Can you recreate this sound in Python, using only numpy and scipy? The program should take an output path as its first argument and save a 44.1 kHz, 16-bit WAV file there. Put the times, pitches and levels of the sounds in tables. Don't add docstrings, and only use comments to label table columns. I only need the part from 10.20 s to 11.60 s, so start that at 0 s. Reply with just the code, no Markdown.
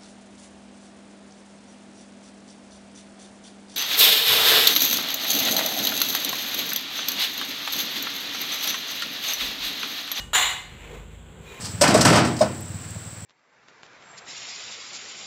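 import sys
import numpy as np
from scipy import signal
from scipy.fft import rfft, irfft, next_fast_len
from scipy.io import wavfile
from scipy.ndimage import map_coordinates

SR = 44100
rng = np.random.default_rng(int(sys.argv[2]) if len(sys.argv) > 2 else 0)


def file_out(sig):
    cols = np.atleast_2d(sig).T
    lim = np.clip(cols, -1, 1)
    pcm = np.round(lim * 32767).astype(np.int16)
    wavfile.write(sys.argv[1], SR, pcm)


N = 61739
KNOCK_S = .1324


def amp(db):
    return 10 ** (np.asarray(db) / 20)


def unit(x):
    return x / np.sqrt(np.mean(np.abs(x) ** 2) + 1e-20)


def clock():
    return np.arange(N) / SR


def along(points, hz):
    f, values = np.transpose(points)
    return np.interp(np.log(hz + 1), np.log(f + 1), values)


def wobble(rate):
    return map_coordinates(rng.standard_normal(4096), [clock() * rate + 2], mode="wrap")


def filtered(x, response):
    size = next_fast_len(N + 8192)
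    return irfft(rfft(x, size) * response(np.fft.rfftfreq(size, 1 / SR)), size)[..., :N]


def noise(spectrum):
    return unit(filtered(rng.standard_normal(N), lambda hz: amp(along(spectrum, hz))))


def narrowband(hz, width_hz):
    modulation = wobble(width_hz) + 1j * wobble(width_hz)
    return unit(np.real(modulation * np.exp(2j * np.pi * hz * clock())))


def decay_time(age, hold_s=.15, hold_slope=.64):
    return age - (1 - hold_slope) * np.minimum(age, hold_s)


def background():
    # f/Hz, level/dB
    partials = [(152, -60), (229, -65)]
    # f/Hz, relative spectral level/dB
    air = [(15, -49), (25, -25), (45, -4.5), (140, -7), (252, -15), (388, -13.5), (420, -14.5), (481, -13),
           (646, -20.5), (1110, -22), (1260, -24.5), (1530, -18.5), (1700, -27), (3330, -23), (5550, -49),
           (7660, -22.5), (8300, -36), (11800, -50.5), (15400, -42)]
    hum = sum(amp(db + .97 * wobble(5.2)) * np.sin(2 * np.pi * hz * clock()) for hz, db in partials)
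    return amp(-50) * noise(air) + np.sqrt(2) * hum


def bumps(width_s=.023):
    # t/s, level/dB
    peaks = [(.07, -50.5), (.545, -46), (.83, -48), (1.095, -50), (1.205, -46)]
    # f/Hz, relative spectral level/dB
    spectrum = [(50, -23), (90, -4.5), (150, 1), (210, -5), (320, -20), (1000, -62)]
    return noise(spectrum) * sum(amp(db) * np.exp(-((clock() - s) / width_s) ** 2) for s, db in peaks)


def engine():
    # t/s, f/Hz
    cycle_rate = [(0, 24.4), (.3, 24.37), (.7, 24.55), (.9, 25.93), (1.03, 28.3), (1.15, 31.74),
                  (1.4, 32.3)]
    # t/s, level/dB
    envelope = [(0, -44), (.1, -43), (.15, -50.5), (.45, -50), (.68, -48), (.78, -42), (.9, -43),
                (1.05, -47), (1.25, -50), (1.4, -57.5)]
    # multiple of the cycle rate, relative level/dB
    orders = [(2, -3), (3, -7.5), (4, -16), (5, -14.5), (6, -16), (8, -18)]
    t = clock()
    phase = 2 * np.pi * np.cumsum(np.interp(t, *np.transpose(cycle_rate))) / SR
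    tone = sum(amp(db + 3.1 * wobble(14.68)) * np.sin(k * phase + rng.uniform(0, 2 * np.pi))
               for k, db in orders)
    return np.sqrt(2) * amp(np.interp(t, *np.transpose(envelope))) * tone


def shuffles(grit_db=1.6, scrape_s=1.258, scrape_rise_s=.01):
    # peak t/s, rise/s, fall/s, scuff level/dB, thud level/dB, swish level/dB
    swells = [(.56, 0.077, 0.057, -52.5, -58, -70), (0.661, 0.048, 0.031, -47, -54, -66),
              (0.733, 0.034, 0.069, -48, -43.5, -59), (.925, 0.022, 0.043, -57, -62, -67),
              (1.2, 0.12, 0.11, -63.5, -51.5, -82), (1.345, .07, 0.24, -46.5, -50.5, -53.5)]
    # f/Hz, relative spectral level/dB
    scuff_spectrum = [(300, -5), (700, -4), (1060, -1), (1400, -5), (1900, 1), (2450, 1), (3000, -2.5),
                      (3900, -7), (4900, -24), (6200, -20), (7300, -9.5), (8500, -24), (12000, -28),
                      (15000, -24)]
    thud_spectrum = [(60, -13), (160, -3), (290, -10.5), (385, -1), (480, 2), (620, -11), (1000, -8.5),
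                     (2000, -28.5), (6000, -58)]
    swish_spectrum = [(1000, -28), (3900, 1), (5200, -7.5), (7300, 3.5), (8500, -8.5), (12000, -12.5),
                      (15200, -5.5)]
    # f/Hz, width/Hz, level/dB
    bands = [(398.2, 16, -55), (1065, 36, -57), (2440, 82, -51), (3890, 60, -60)]
    t, power = clock(), np.zeros((3, N))
    for s, rise, fall, scuff_db, thud_db, swish_db in swells:
        swell = np.exp(-((t - s) / np.where(t < s, rise, fall)) ** 2)
        power += swell * amp([[scuff_db], [thud_db], [swish_db]]) ** 2
    scuff, thud, swish = np.sqrt(power)
    onset = np.clip((t - scrape_s) / scrape_rise_s, 0, 1)
    scrape = onset * sum(amp(db) * narrowband(hz, width) for hz, width, db in bands)
    rubbing = scuff * noise(scuff_spectrum) + swish * noise(swish_spectrum)
    grit = amp(grit_db * wobble(220))
    return rubbing * grit + thud * noise(thud_spectrum) + scrape


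def earlier_ring(t60_s=.4, in_phase_s=.02, roughness=.68):
    # f/Hz, relative level/dB
    modes = [(800, -60), (1177, -57), (1844, -57), (2893, -45), (2910, -48), (3478, -56), (3924, -60),
             (6465, -63), (7650, -62), (8096, -64), (10358, -71)]
    # f/Hz, relative spectral level/dB
    tail = [(200, -20), (800, -3.5), (2500, -1.5), (3700, -0.5), (5200, -11), (7300, -2.5), (9000, -13),
            (12000, -18.5), (15300, -17)]
    t = clock()
    ringing = sum(amp(db) * (np.sin(2 * np.pi * hz * (t - in_phase_s)) + roughness * narrowband(hz, 72))
                  for hz, db in modes)
    return amp(-60 * t / t60_s) * (amp(2) * ringing + amp(-43) * noise(tail))


def modal_noise(spectrum, ripple_db=1.5, spacing_hz=34.93):
    knots = rng.standard_normal(8192)
    ripple = lambda hz: amp(ripple_db * map_coordinates(knots, [hz / spacing_hz], mode="wrap"))
    return unit(filtered(noise(spectrum), ripple))


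def reverberation(age, wall_delay_s=.0145, bloom_s=.001, echo_width_s=.01, flutter_db=1.2):
    # f/Hz, relative spectral level/dB
    spectrum = [(150, -51), (260, -24), (330, -15.5), (480, -15.5), (640, -13.5), (760, -2.5), (1000, -.5),
                (1450, -5), (2000, -1), (2450, -4.5), (3000, -2), (3900, -4), (4400, -14), (4900, -23),
                (5400, -19), (6400, -13), (6900, -5), (7600, -8), (8600, -19.5), (10200, -18),
                (11600, -25.5), (13000, -20.5), (15300, -20)]
    # f/Hz, T60/s
    t60 = [(300, 0.62), (900, .51), (2300, 0.6), (4000, 0.54), (7000, 0.5), (14000, 0.43)]
    # t/s after the knock, gain/dB
    echoes = [(.018, 2), (.06, 0.6), (.09, 1.8)]
    hz, t, bands = signal.stft(modal_noise(spectrum), SR, nperseg=256)
    tail_age = np.maximum(t - KNOCK_S - wall_delay_s, 0)
    fade = amp(-60 * decay_time(tail_age) / along(t60, hz)[:, None])
    onset = 1 - np.exp(-np.maximum(age - wall_delay_s, 0) / bloom_s)
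    tail = signal.istft(bands * fade, SR)[1][:N] * onset
    echoes_db = sum(db * np.exp(-((age - s) / echo_width_s) ** 2) for s, db in echoes)
    return amp(-17.5 + echoes_db + flutter_db * wobble(249.8)) * tail


def crack(age, t60_s=.2):
    # f/Hz, relative spectral level/dB
    spectrum = [(150, -55), (280, -24), (420, -10), (620, -8), (900, 3), (1800, 2), (2500, -7), (3300, 2.5),
                (4100, -8), (5200, -21), (7000, -7.5), (9000, -19), (12000, -22), (15300, -17)]
    return (age > 0) * amp(-21.5 - 60 * age / t60_s) * noise(spectrum)


def ring(age, rise_s=.011, roughness=.38, blur_hz=42):
    # f/Hz, relative level/dB, T60/s of the late slope
    modes = [(738, -34, .62), (1032, -35, .5), (1740, -33, .55), (1922, -35, .55), (1973, -32, .55),
             (2078, -28, .62), (2226, -35, .6), (2909, -25, .6), (2935, -32, .6), (3205, -34, .5),
             (3489, -27, .56), (3790, -25, .5), (3877, -30, .45), (4170, -26.5, .52), (4663, -39, .66),
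             (6142, -42, .45), (6675, -33, .34), (7057, -19.5, .34), (7538, -27, .4), (7662, -35, .45),
             (8030, -37, .36), (10358, -37.5, .43), (12312, -47, .36), (13060, -43, .35), (13701, -41, .35),
             (14551, -36, .34)]
    ringing = np.zeros(N)
    for hz, db, t60 in modes:
        tone = np.sin(2 * np.pi * hz * age + rng.uniform(0, 2 * np.pi))
        envelope = amp(db - 60 * decay_time(age) / t60)
        ringing += envelope * (tone + roughness * narrowband(hz, blur_hz))
    return amp(.8) * ringing * (1 - np.exp(-age / rise_s))


def knock():
    age = np.maximum(clock() - KNOCK_S, 0)
    return crack(age) + reverberation(age) + ring(age)


def scene():
    return (knock() + earlier_ring() + engine() + shuffles() + bumps() + background())[None]


def record(dry):
    cutoff_hz = 15480
    return filtered(dry, lambda hz: 1 / np.sqrt(1 + np.minimum(hz / cutoff_hz, 2) ** 400))


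dry = scene()
out = record(dry)
file_out(out)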